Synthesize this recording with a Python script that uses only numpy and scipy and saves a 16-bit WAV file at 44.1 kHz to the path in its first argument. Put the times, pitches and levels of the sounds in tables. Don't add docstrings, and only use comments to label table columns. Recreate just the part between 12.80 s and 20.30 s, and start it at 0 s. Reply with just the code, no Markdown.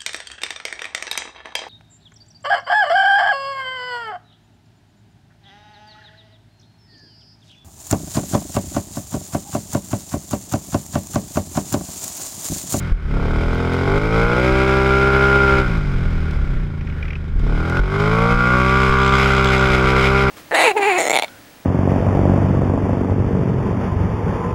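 import sys
import numpy as np
from scipy import signal
from scipy.fft import rfft, irfft
from scipy.io import wavfile
from scipy.ndimage import uniform_filter1d

SR = 44100
rng = np.random.default_rng(int(sys.argv[2]) if len(sys.argv) > 2 else 0)


def transcribe(signal):
    frames = np.atleast_2d(signal).T
    limited = np.clip(frames, -1, 1)
    pcm = np.round(limited * 32767).astype(np.int16)
    wavfile.write(sys.argv[1], SR, pcm)


N = 330750
T = np.arange(N) / SR
FREQS_HZ = np.maximum(np.arange(8193) * SR / 16384, 1)
FULL_HZ = 66
SECOND_PULL = T > 4

# start in seconds, relative thud level in dB, pitch in Hz, decay in seconds,
# level change after the jolt in dB.
JOLTS = [(0.117, -1.5, 36, 0.03, -10), (.63, -25.5, 36, 0.027, -1), (1.179, -13, 36.4, 0.035, -4.5),
         (1.445, -7, 36, .03, -3), (1.715, -9, 36, .03, -1), (2.977, -10, 45, 0.016, -3.5),
         (4.56, -12, 36.2, 0.049, 1), (4.995, -4.5, 44.6, 0.072, -10), (5.541, -7, 36, .03, -3.5),
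         (6.095, -8, 27, .04, -1), (6.64, -29, 36, .03, 0.5)]


def undb(db):
    return 10 ** (np.asarray(db) / 20)


def curves(table):
    times_s, *columns = np.transpose(table)
    return [np.interp(T, times_s, column) for column in columns]


def unit(x):
    return x / np.sqrt(np.mean(x ** 2))


def steady(x, size=4000):
    power = uniform_filter1d(uniform_filter1d(x ** 2, size), size)
    return x / np.sqrt(np.abs(power) + 1e-12)


def walk(rate_hz):
    hold = int(SR / rate_hz)
    steps = np.repeat(rng.standard_normal(N // hold + 1), hold)
    return unit(uniform_filter1d(steps, hold)[:N])


def swell(start_s, length_s, edge_s):
    end_s = start_s + length_s
    return np.interp(T, [start_s - edge_s, start_s, end_s, end_s + edge_s], [0, 1, 1, 0])


def burst(start_s, decay_s, rise_s):
    age_s = np.maximum(T - start_s, 0)
    shape = (1 - np.exp(-age_s / rise_s)) * np.exp(-np.minimum(age_s / decay_s, 20))
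    return shape / shape.max()


def ring(x, gain, size=8192):
    cepstrum = irfft(np.log(gain + 1e-5))
    cepstrum[1:size] *= 2
    cepstrum[size + 1:] = 0
    impulse = irfft(np.exp(rfft(cepstrum)))[:size]
    return signal.fftconvolve(x, impulse)[:N]


def colour(x, points):
    hz, db = np.transpose(points)
    return ring(x, undb(np.interp(np.log(FREQS_HZ), np.log(hz), db)))


def cavity(x, modes):
    hz, width_hz, db = np.transpose(modes)
    detuning = (FREQS_HZ[:, None] / hz - hz / FREQS_HZ[:, None]) * hz / width_hz
    return steady(ring(x, 1 / (1 + detuning ** 2) @ undb(db)))


def rolling():
    spectrum = [(150, -16.5), (400, 5), (950, -16.5), (1450, 2), (1900, -5), (8000, -38), (15000, -42)]
    return unit(colour(rng.standard_normal(N), spectrum)) * undb(-42.5 + 2 * walk(7))


def wind(breeze_db=-30):
    # frequency in Hz, density in dB.
    spectrum = [(10, -18), (24, -7), (31, -4), (39, 0), (52, -13), (100, -22), (300, -40), (1000, -66),
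                (6000, -100)]
    # start in seconds, length in seconds, level in dB.
    gusts = [(0.247, 0.49, -18.5), (1.134, 0.35, -19.5), (2.742, 0.19, -20.5), (2.968, 0.42, -18),
             (3.565, 0.23, -17.5), (4.02, 0.33, -26), (4.58, 0.18, -16), (5.28, .3, -24), (6.86, 0.44, -25)]
    gusting = np.max([undb(db) * swell(s, length_s, edge_s=.12) for s, length_s, db in gusts], axis=0)
    return steady(colour(rng.standard_normal(N), spectrum)) * np.maximum(gusting, undb(breeze_db))


def chatter():
    # start in seconds, relative level in dB, ring in Hz.
    hits = [(4.0093, -29.5, 2420), (4.071, -28, 2440), (4.0981, -29, 2500), (4.1235, -31, 2170),
            (4.226, -23, 2400), (4.2527, -25, 2050), (4.2797, -24, 2500), (4.3047, -22.5, 2380),
            (4.3301, -25, 2060), (4.354, -22.5, 2540)]
    spectrum = [(1200, -4), (2300, 14), (3400, -5), (4600, -16), (5700, -11), (7500, -41.5)]
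    scrape = unit(colour(rng.standard_normal(N), spectrum))
    out = np.zeros(N)
    for start_s, db, hz in hits:
        clink = .55 * np.sin(2 * np.pi * hz * T) + .7 * scrape
        out += undb(db - 4) * burst(start_s, decay_s=.003, rise_s=.003) * clink
    return out


def clods():
    # start in seconds, relative level in dB.
    hits = [(0.748, -25), (0.935, -24), (2.9844, -43), (3.3343, -40), (3.5109, -30), (4.595, -32),
            (4.7594, -48), (4.898, -23), (4.971, -24), (6.6454, -13)]
    grit = unit(colour(rng.standard_normal(N), [(800, -12), (2500, 12), (6000, -1), (15000, -18)]))
    return grit * sum(undb(db - 5.5) * burst(s, decay_s=.0012, rise_s=.00028) for s, db in hits)


def thuds():
    return -sum(undb(db - 3) * burst(s, decay_s, rise_s=.00047) * np.sin(2 * np.pi * hz * (T - s))
                for s, db, hz, decay_s, _ in JOLTS)


def jolt_dips(lag_s=.006, fall_s=.008, recovery_s=.18):
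    corners_s = np.cumsum([lag_s, fall_s, recovery_s])
    return undb(sum(np.interp(T - s, corners_s, [0, db, 0]) for s, *_, db in JOLTS))


def firings(hz, throttle):
    slowness = 1 - hz / hz.max()
    cycles = np.cumsum(hz) / SR
    draws = rng.standard_normal((int(cycles[-1]) + 2, 2))
    scatter, jitter = (np.interp(cycles, np.arange(len(draw)), draw) for draw in draws.T)
    phase = (cycles + jitter * (.001 + .004 * slowness)) % 1
    return phase, undb(scatter * (throttle + 1.6 * slowness))


def pressure(hz, throttle, phase, spread_rad=.99, count=44):
    # dB on the first climb, then flat out, second climb, then flat out.
    order_db = [(-12, 1.5, -11, 3), (-0.5, 1, 2.5, 3), (-1, 1, 3.5, 4), (-5.5, -3.5, 1.5, -3),
                (-3, 2, -8, -1), (1.5, 2, 0.5, 6.5), (-8, -9, -38, 2.5), (3, -0.5, 13, -3.5),
                (0, -0.5, 2.5, 4), (-3, -3.5, 1.5, -4.5), (1.5, -9, 5, 2.5), (-11, 0, 1, 5),
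                (-7, -9.5, 6.5, -2), (2.5, -2, 3, 3.5), (-6, 0, -21, 9), (-1.5, -9, 10.5, -4),
                (2.5, -22, 1, -4.5), (1, -4, 5.5, 4), (-5, -14, 8.5, 0.5), (-2, -4.5, 10.5, -6),
                (3, -4.5, 4, -1.5), (-12, -8.5, 1, -2.5), (6, -11, 4.5, -5.5), (2, -24, 4.5, -6)]
    flat_out = np.interp(hz, [59, 64], [0, 1])
    climbing = np.interp(hz, [32, 47], [0, 1]) * (1 - flat_out)
    shares = throttle * np.array([state * pull for pull in (~SECOND_PULL, SECOND_PULL)
                                  for state in (climbing, flat_out)])
    grid = np.linspace(0, 1, 2049)
    orders = np.arange(1, count + 1)[:, None]
    partials = np.cos(2 * np.pi * orders * grid + spread_rad * rng.standard_normal((count, 1)))
    wave = (1 - shares.sum(0)) * np.interp(phase, grid, partials.sum(0))
    for share, db in zip(shares, np.transpose(order_db)):
        cycle = undb(np.pad(db, (0, count - len(db)))) @ partials
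        wave += share * np.interp(phase, grid, cycle)
    return wave * 2 * np.sqrt(hz / SR)


def ground_echo(x):
    lag_s = .005 + .0003 * walk(4)
    return x + .36 * np.interp(T - lag_s, T, x)


def metal_buzz(gas, phase, decay_cycles=.62):
    # frequency in Hz, width in Hz, level in dB.
    modes = [(3270, 980, 8), (5010, 180, 0.5), (6400, 550, -9), (7510, 380, -6)]
    # time in seconds, level in dB.
    levels = [(0, -68.5), (5.2, -65), (5.8, -46), (6.3, -33), (6.8, -33.5), (7.35, -41), (7.5, -60)]
    return cavity(gas * np.exp(-phase / decay_cycles), modes) * undb(curves(levels)[0] + 2.7 * walk(30))


def gas_rasp(waves, gas, overrun_db, snarl_db):
    # frequency in Hz, density in dB.
    spectrum = [(1000, -9.5), (1800, -9.5), (2150, 2), (2450, -4), (2700, -13), (3100, -9), (3900, -14),
                (4350, -19.5), (5050, -14.5), (5800, -24), (7600, -28.5), (8600, -32), (11500, -36),
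                (15000, -48.5)]
    flicker_db = (.68 + 1.4 * np.clip(snarl_db, 0, 1)) * walk(25)
    return steady(colour(gas + undb(-.5 - overrun_db) * waves, spectrum)) * undb(flicker_db)


def airbox_honk(waves, gas, overrun_db, snarl_db, singing_width_hz=96):
    # frequency in Hz, width in Hz, level in dB.
    modes = [(1130.4, 152, -4.5), (1275, 17.4, -1), (1407.5, 101, 2), (1543, 130, -5.5)]
    # start in seconds, length in seconds, level against the honk in dB, frequency in Hz.
    notes = [(2.14, 0.68, -1.5, 1396), (4.96, .02, 1, 1437), (5.616, 0.1, -1, 1410),
             (5.65, 0.74, -4.5, 1163)]
    air = waves + undb(-9 + 1.4 * (overrun_db + snarl_db)) * gas
    singing = sum(undb(db) * swell(s, length_s, edge_s=.072) * cavity(air, [(hz, singing_width_hz, 0)])
                  for s, length_s, db, hz in notes)
    return (cavity(air, modes) + singing) * undb(1.05 * walk(14))


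def pipe_bark(waves, gas, turbulence_db):
    # frequency in Hz, width in Hz, level in dB.
    modes = [(317, 17.6, 3), (395.7, 45, 2.5), (471, 98, 1.5), (567.6, 36, 0), (680, 44, -7.5),
             (790, 98, -8), (933, 180, -9.5)]
    # time in seconds, gain in dB.
    sag = [(5.45, 0), (5.6, -5.5), (6.3, -3), (7.2, 0.5)]
    # start in seconds, length in seconds, boost in dB.
    snaps = [(.35, .14, 2), (1.09, .07, 2), (4.66, 0.061, 4)]
    snap_db = sum(db * swell(s, length_s, edge_s=.029) for s, length_s, db in snaps)
    return cavity(waves + undb(-16 + turbulence_db) * gas, modes) * undb(curves(sag)[0] + snap_db)


def silencer_boom(waves, gas, throttle, overrun_db):
    # frequency in Hz, width in Hz, level in dB.
    open_modes = [(77, 57.5, 5), (154.7, 80, 1), (259, 51, -3.5)]
    shut_modes = [(76, 12, 7), (143, 54, 0), (230, 50, -21), (375, 60, -24)]
    puffs = waves + undb(-19 + overrun_db / 2) * gas
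    boom = throttle * cavity(puffs, open_modes) + (1 - throttle) * cavity(puffs, shut_modes)
    braking_db = 2.8 * swell(start_s=2.97, length_s=.59, edge_s=.12)
    return steady(boom) * undb(braking_db)


def engine():
    # time in seconds, firing rate in Hz.
    speeds = [(0.0, 43.8), (0.31, 33.7), (0.38, 33.9), (0.5, 38.4), (0.69, 41.5), (1.0, 43.8), (1.11, 49.2),
              (1.23, 53.4), (1.69, 64.2), (1.86, 65.2), (2.57, 67.1), (2.82, 65.4), (2.9, 55.9),
              (3.11, 44.8), (3.28, 40.6), (3.49, 38.7), (3.86, 28.5), (4.11, 25.5), (4.58, 25.4),
              (4.6, 26.3), (4.7, 36.0), (4.78, 38.7), (5.3, 54.1), (5.49, 59.1), (5.7, 62.0), (5.95, 65.0),
              (6.43, 66.2), (6.95, 64.5), (7.42, 66.4), (7.5, 65.6)]
    # time in seconds, throttle opening 0-1.
    openings = [(0, 0), (.27, 0), (.35, 0.71), (1.1, 1), (2.79, 0.91), (2.85, 0.17), (4.55, 0.02),
                (4.7, 0.5), (5.2, 1), (7.5, 0.85)]
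    # time in seconds, dB before each voice's weighting.
    snarl = [(0, 0), (1.7, 0), (2.1, -3), (2.8, -3), (3, 0), (5.3, 0), (5.6, -2), (6.3, -2), (6.5, 4),
             (7.5, 3)]
    hz, throttle, snarl_db = curves(speeds) + curves(openings) + curves(snarl)
    overrun_db = 11 * (1 - throttle) ** 2
    lugging_db = 6.5 * throttle * np.log2(FULL_HZ / hz)

    def gain(full_db, octave_db, shut_db, second_pull_db, snarl_share):
        return undb(full_db + octave_db * np.log2(hz / FULL_HZ) + shut_db * (1 - throttle)
                    + second_pull_db * throttle * SECOND_PULL + snarl_share * snarl_db)

    phase, strength = firings(hz, throttle)
    waves = strength * pressure(hz, throttle, phase)
    echoed = ground_echo(waves)
    valve_flow = strength * (.24 + (.5 + .5 * throttle) * np.exp(-phase / 1.07))
    gas = [steady(valve_flow * rng.standard_normal(N)) for _ in range(5)]
    boom = silencer_boom(waves, gas[0], throttle, overrun_db)
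    boom *= gain(full_db=-18, octave_db=2.5, shut_db=-4, second_pull_db=1.3, snarl_share=-.04)
    bark = pipe_bark(echoed, gas[1], overrun_db + lugging_db + snarl_db / 2)
    bark *= gain(full_db=-17, octave_db=11, shut_db=-15, second_pull_db=-.5, snarl_share=0)
    honk = airbox_honk(echoed, gas[2], overrun_db, snarl_db)
    honk *= gain(full_db=-21, octave_db=13.5, shut_db=-9, second_pull_db=3, snarl_share=.03)
    rasp = gas_rasp(echoed, gas[3], overrun_db, snarl_db)
    rasp *= gain(full_db=-24, octave_db=13.5, shut_db=-8.5, second_pull_db=1.65, snarl_share=.5)
    return boom + bark + honk + rasp + metal_buzz(gas[4], phase)


def scene():
    ride = (engine() + wind() + rolling()) * jolt_dips()
    return (ride + thuds() + chatter() + clods())[None]


def record(dry, top_hz=15400):
    lowpass = signal.ellip(8, .2, 80, top_hz, fs=SR, output="sos")
    return signal.sosfilt(lowpass, np.tanh(.5 * dry) / .5)


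dry = scene()
out = record(dry)
transcribe(out)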